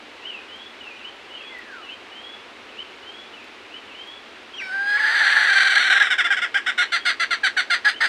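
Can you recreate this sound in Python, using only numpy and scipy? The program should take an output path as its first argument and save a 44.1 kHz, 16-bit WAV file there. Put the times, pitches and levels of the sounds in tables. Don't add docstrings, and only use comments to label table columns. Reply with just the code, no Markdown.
import sys
import numpy as np
from scipy import signal
from scipy.fft import rfft, irfft, next_fast_len
from scipy.io import wavfile
from scipy.ndimage import map_coordinates

SR = 44100
rng = np.random.default_rng(int(sys.argv[2]) if len(sys.argv) > 2 else 0)


def inscribe(sig):
    pcm = np.round(np.clip(np.atleast_2d(sig).T, -1, 1) * 32767)
    wavfile.write(sys.argv[1], SR, pcm.astype(np.int16))


N = 356328

# time in seconds, pitch in Hz, relative level in dB, roughness (capped at 1 in use).
SCREAM_CONTOUR = [(4.6, 800, -36, 0.4), (4.625, 772.4, -33, 0.3), (4.705, 747.7, -25.5, 0.22),
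                  (4.735, 781.4, -21, 0.18), (4.85, 807, -19.5, 0.16), (4.97, 841.8, -15.5, 0.45),
                  (5.1, 867, -13.5, 0.8), (5.2, 831, -12.5, 1.13), (5.49, 841, -11.5, 1.11),
                  (5.52, 820, -36, 1.25)]
# centre in seconds, length in seconds, boost in dB.
SCREAM_SURGES = [(5.217, 0.0395, 5.5), (5.373, 0.0602, 4)]
# start in seconds, length in seconds, relative level in dB,
# onset pitch in Hz, settled pitch in Hz (both before the arch).
CACKLES = [(5.492, 0.063, -14.5, 889.5, 810), (5.553, 0.045, -12, 892, 791), (5.599, .045, -13, 844, 784.5),
           (5.643, 0.049, -14, 892, 796), (5.693, .059, -15.5, 911, 776), (5.751, 0.041, -11.5, 740, 832),
           (5.789, 0.058, -17, 745, 729), (5.837, 0.06, -16.5, 856, 787), (5.898, 0.046, -11, 855, 799),
           (5.947, 0.042, -13.5, 908, 796), (5.998, 0.04, -11.5, 840, 834), (6.036, 0.054, -19.5, 819, 774),
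           (6.101, 0.046, -15, 872, 754), (6.18, 0.044, -15, 877, 713), (6.241, 0.039, -17.5, 757, 708),
           (6.302, 0.042, -14, 916, 789), (6.365, 0.033, -20, 802, 757), (6.416, 0.044, -18, 782, 728),
           (6.542, 0.048, -15.5, 821, 806), (6.662, 0.052, -17.5, 697, 755), (6.777, .068, -15.5, 857, 733),
           (6.919, 0.061, -17.5, 865, 699), (7.051, 0.071, -16.5, 901, 714), (7.196, 0.053, -18, 801, 688),
           (7.306, 0.048, -18, 842, 683), (7.432, 0.054, -15, 958, 762), (7.565, .054, -16, 970, 743.4),
           (7.699, 0.064, -16, 935, 715.5), (7.846, 0.061, -14, 1031, 854.5),
           (8.005, 0.06, -13.5, 980, 927)]
# fraction of its length, gain in dB, roughness factor.
CACKLE_SHAPE = [(0, -10, .45), (.08, -1.5, .85), (.2, .5, .8), (.45, 1, .45), (.78, -.5, 1.3), (1, -9, 1.3)]
# time in seconds, base roughness of a cackle starting then.
CACKLE_ROUGHNESS = [(5.5, 0.83), (6.03, 1.07), (6.12, 0.71), (6.7, 0.62), (7.06, 0.78), (7.3, 0.6),
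                    (7.7, 0.63), (7.87, 1.17)]
# frequency in Hz, gain in dB.
THROAT_RESPONSE = [(150, -60), (420, -35), (650, -19.5), (780, -19.5), (1000, -18.5), (1230, -13.5),
                   (1430, -4.5), (1680, .5), (2130, -4.5), (2500, -15.5), (3300, -12.5), (9000, -20),
                   (15000, -26)]
# time in seconds, resonance in Hz.
BEAK_RESONANCE = [(4.65, 5150), (5.05, 4720), (5.3, 4420), (5.75, 4330), (6.14, 3420), (6.6, 3120),
                  (6.81, 3880), (6.95, 4480), (7.08, 4720), (7.22, 4460), (7.6, 4360), (7.87, 4860)]
# multiple of the beak resonance, gain in dB.
MOUTH_RESPONSE = [(.6, -0.5), (.88, -0.5), (1.04, 2.5), (1.12, -18.5), (1.22, -22.5), (1.37, -5.5),
                  (1.56, -21), (1.83, -11.5), (2.3, -19.5), (2.9, -30.5)]
# start in seconds, length in seconds, level in dB, start, middle and end pitch in Hz.
SQUEAK_GLIDES = [(4.531, 0.056, -36.5, 3150, 3250, 3300), (4.576, .056, -28.5, 2950, 2550, 1500),
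                 (4.604, 0.083, -30.5, 2337, 2300, 2140), (4.555, 0.14, -48.5, 5650, 5560, 5250)]
# start in seconds, length in seconds, level in dB before the fade.
RISE_NOTES = [(.47, .24, -44.5), (1.28, 0.27, -45), (2.09, 0.29, -43.5), (3, 0.28, -46), (3.92, .28, -44),
              (6.84, .3, -47.5)]
SLUR_NOTES = [(.27, .15, -38.5), (.78, .17, -43), (.95, .11, -49.5), (1.32, 0.16, -43), (1.8, 0.17, -47.5),
              (2.67, .1, -52), (2.79, .11, -56), (3.32, 0.1, -47.5), (3.86, .1, -49.5)]
CHIP_NOTES = [(.22, 0.065, -41.5), (1.02, 0.072, -44), (1.86, 0.078, -45.5), (2.765, 0.049, -41.5),
              (3.7, .08, -46), (7.91, 0.068, -45)]
# start in seconds, relative level in dB.
LEAF_TICKS = [(0.5605, -45), (1.5853, -39), (3.443, -43), (4.0741, -41)]
# frequency in Hz, relative spectral density in dB.
HUSH_SPECTRUM = [(25, -35.5), (60, -13.5), (110, -13), (165, -24.5), (215, -6), (380, -1), (600, -5),
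                 (2700, -4.5), (4000, -12), (6000, -23.5), (9000, -32), (12500, -45)]
# frequency in Hz, 60 dB decay time in seconds.
TREE_DECAY = [(1700, 0.43), (3500, 0.47), (9000, 0.55)]


def junglefowl(scream_db=10, cackle_db=13):
    source = np.zeros(N)
    add(source, SCREAM_CONTOUR[0][0], amp(scream_db) * scream())
    for row in CACKLES:
        add(source, row[0], amp(cackle_db) * cackle(*row))
    return vocal_tract(source)


def scream(quaver=0.0399, flutter_db=1.0, crack_hz=271.5, lift_hz_per_db=14, clearing_per_db=.11):
    t = np.arange(SCREAM_CONTOUR[0][0], SCREAM_CONTOUR[-1][0], 1 / SR)
    pitch_hz, level_db, rough = curves(SCREAM_CONTOUR, t)
    push_db = sum(db * bump(t, centre_s, length_s) for centre_s, length_s, db in SCREAM_SURGES)
    crack = np.minimum(2 * bump(t, centre_s=4.985, length_s=.03), 1)
    rough = np.clip(rough - clearing_per_db * push_db, 0, 1)
    pitch_hz = pitch_hz + lift_hz_per_db * push_db + crack_hz * crack
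    pitch_hz *= 1 + quaver * rough ** 2 * wobble(90, len(t))
    level_db = level_db + push_db + flutter_db * rough * wobble(69.2, len(t))
    return amp(level_db) * syrinx(pitch_hz, rough)


def cackle(start_s, length_s, level_db, onset_hz, settled_hz, settle_s=.009, release_s=.018):
    t = np.arange(SR // 10) / SR
    rough, = curves(CACKLE_ROUGHNESS, start_s)
    spent = np.minimum(t / length_s, 1)
    settling_hz = (onset_hz - settled_hz) * np.exp(-(t / settle_s) ** 2)
    arch_hz = -720.2 * (spent - .42) ** 2
    swell_db, strain = curves(CACKLE_SHAPE, spent)
    fade = np.exp(-np.maximum(t - length_s, 0) / release_s)
    return amp(level_db + swell_db) * fade * syrinx(settled_hz + settling_hz + arch_hz, rough * strain)


def syrinx(pitch_hz, rough, jitter=.055, beat_depth=.85, beat_hz=310, rasp=1.1, leak=.13):
    n = len(pitch_hz)
    rough = np.clip(rough, 0, 1)
    phase = phase_rad(pitch_hz * (1 + jitter * rough * wobble(700, n)))
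    softness = np.clip(np.maximum((pitch_hz - 770) / 130, 1.4 - rough / .25), 0, 1)
    beat = np.cos(phase_rad(beat_hz * (1 + .274 * wobble(300, n))))
    tone = membrane_pulses(phase, softness) * (1 + beat_depth * rough * beat)
    air = unit_rms(rng.standard_normal(n) * (1 + .5 * np.cos(phase)))
    return (tone + (rasp * rough ** 2 + leak) * air) / np.sqrt(1 + 2 * rough ** 2)


def membrane_pulses(phase, softness, mellow_db=-23, harmonics=16):
    fundamental = (.5 + .5 * softness) * np.cos(phase)
    upper = amp(mellow_db * softness) * sum(np.cos(k * phase) for k in range(3, harmonics + 1))
    return (fundamental + np.cos(2 * phase) + upper) / np.sqrt(harmonics / 2)


def vocal_tract(source, rest_hz=4240, upper_lag=1.83, muffle_hz=5970, muffle_db_per_octave2=21):
    def mouth_gain(hz, t):
        beak_hz, = curves(BEAK_RESONANCE, t)
        opening = beak_hz / rest_hz
        excess = np.maximum(hz / beak_hz - 1, 0) * opening ** upper_lag
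        resonance_db = log_interp(MOUTH_RESPONSE, np.minimum(hz / beak_hz, 1) + excess)
        treble_octaves = np.log2(np.maximum(hz / muffle_hz, 1))
        return amp(resonance_db + muffle_db_per_octave2 * np.log2(opening) * treble_octaves)
    throat = filtered(source, lambda hz: minimum_phase(log_interp(THROAT_RESPONSE, hz)))
    return stft_filtered(throat, mouth_gain, frame_samples=512)


def squeak():
    track = np.zeros(N)
    for start_s, length_s, level_db, *glide_hz in SQUEAK_GLIDES:
        add(track, start_s, whistle(length_s, level_db, glide_hz, waver=.026, flutter_db=.5))
    return track


def small_birds():
    track = np.zeros(N)

    def sing(notes, glide_hz, fade_db):
        for start_s, length_s, level_db in notes:
            note = whistle(length_s, level_db, glide_hz, waver=.008, flutter_db=1.54, fade_db=fade_db)
            add(track, start_s, note)
    sing(RISE_NOTES, glide_hz=(2818, 3280, 3400), fade_db=-.5)
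    sing(SLUR_NOTES, glide_hz=(3130, 2690, 2360), fade_db=-1)
    sing(CHIP_NOTES, glide_hz=(2597, 2952, 3176), fade_db=-5.5)
    sing([(1.48, .41, -39.5)], glide_hz=(2166, 1650, 952), fade_db=7.5)
    return track


def whistle(length_s, level_db, glide_hz, waver, flutter_db, fade_db=0):
    n = int(length_s * SR)
    progress = np.linspace(0, 1, n)
    pitch_hz = np.polyval(np.polyfit([0, .5, 1], glide_hz, 2), progress)
    pitch_hz *= 1 + waver * wobble(156.7, n)
    gain = amp(level_db - fade_db * progress + flutter_db * wobble(70.2, n))
    return signal.windows.tukey(n, .35) * gain * np.sin(phase_rad(pitch_hz))


def leaves(gain_db=-8, t60_s=.025):
    track = np.zeros(N)
    t = np.arange(SR // 20) / SR
    for start_s, level_db in LEAF_TICKS:
        add(track, start_s, amp(level_db + gain_db - 60 * t / t60_s) * rng.standard_normal(len(t)))
    return filtered(track, lambda hz: log_interp([(500, .1), (3500, 1.3), (14000, .35)], hz))


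def forest_echo(x, near_db, far_db, near_t60_s=.1):
    def tail_gain(hz, t):
        return amp(-60 * t / log_interp(TREE_DECAY, hz))
    near = rng.standard_normal(SR) * amp(-60 * np.arange(SR) / SR / near_t60_s)
    far = stft_filtered(rng.standard_normal(SR), tail_gain, frame_samples=256)
    echo = amp(near_db) * near / np.linalg.norm(near) + amp(far_db) * far / np.linalg.norm(far)
    return x + signal.fftconvolve(x, echo)[:N]


def hush(level_db=-42.5):
    rustle = filtered(rng.standard_normal(N), lambda hz: amp(log_interp(HUSH_SPECTRUM, hz)))
    return amp(level_db) * unit_rms(rustle)


def amp(db):
    return 10 ** (np.asarray(db) / 20)


def unit_rms(x):
    return x / np.sqrt(np.mean(x ** 2) + 1e-20)


def phase_rad(hz):
    return 2 * np.pi * np.cumsum(hz) / SR


def log_interp(points, hz):
    knots, values = np.transpose(points)
    return np.interp(np.log(hz + 1e-6), np.log(knots), values)


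def curves(rows, t):
    knots, *columns = np.transpose(rows)
    return [np.interp(t, knots, column) for column in columns]


def wobble(knots_per_s, n):
    knots = rng.standard_normal(int(n * knots_per_s / SR) + 4)
    return map_coordinates(knots, [np.arange(n) * knots_per_s / SR])


def bump(t, centre_s, length_s):
    return np.cos(np.pi * np.clip((t - centre_s) / length_s, -.5, .5)) ** 2


def filtered(x, response):
    size = next_fast_len(N + SR // 2)
    return irfft(rfft(x, size) * response(np.fft.rfftfreq(size, 1 / SR)), size)[:N]


def stft_filtered(x, gain, frame_samples):
    hz, t, spectra = signal.stft(x, SR, nperseg=frame_samples)
    return signal.istft(spectra * gain(hz[:, None], t), SR, nperseg=frame_samples)[1][:len(x)]


def minimum_phase(gain_db):
    cepstrum = irfft(np.log(amp(gain_db)))
    half = len(cepstrum) // 2
    return np.exp(rfft(np.r_[cepstrum[0], 2 * cepstrum[1:half], np.zeros(half)]))


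def add(track, start_s, sound):
    part = track[round(start_s * SR):][:len(sound)]
    part += sound[:len(part)]


def scene():
    close = forest_echo(junglefowl() + squeak() + leaves(), near_db=-9, far_db=-19)
    distant = forest_echo(small_birds(), near_db=.5, far_db=.5)
    return (close + distant + hush())[None]


def record(dry):
    cutoff_hz = 15600
    return filtered(dry[0], lambda hz: hz < cutoff_hz)[None]


dry = scene()
out = record(dry)
inscribe(out)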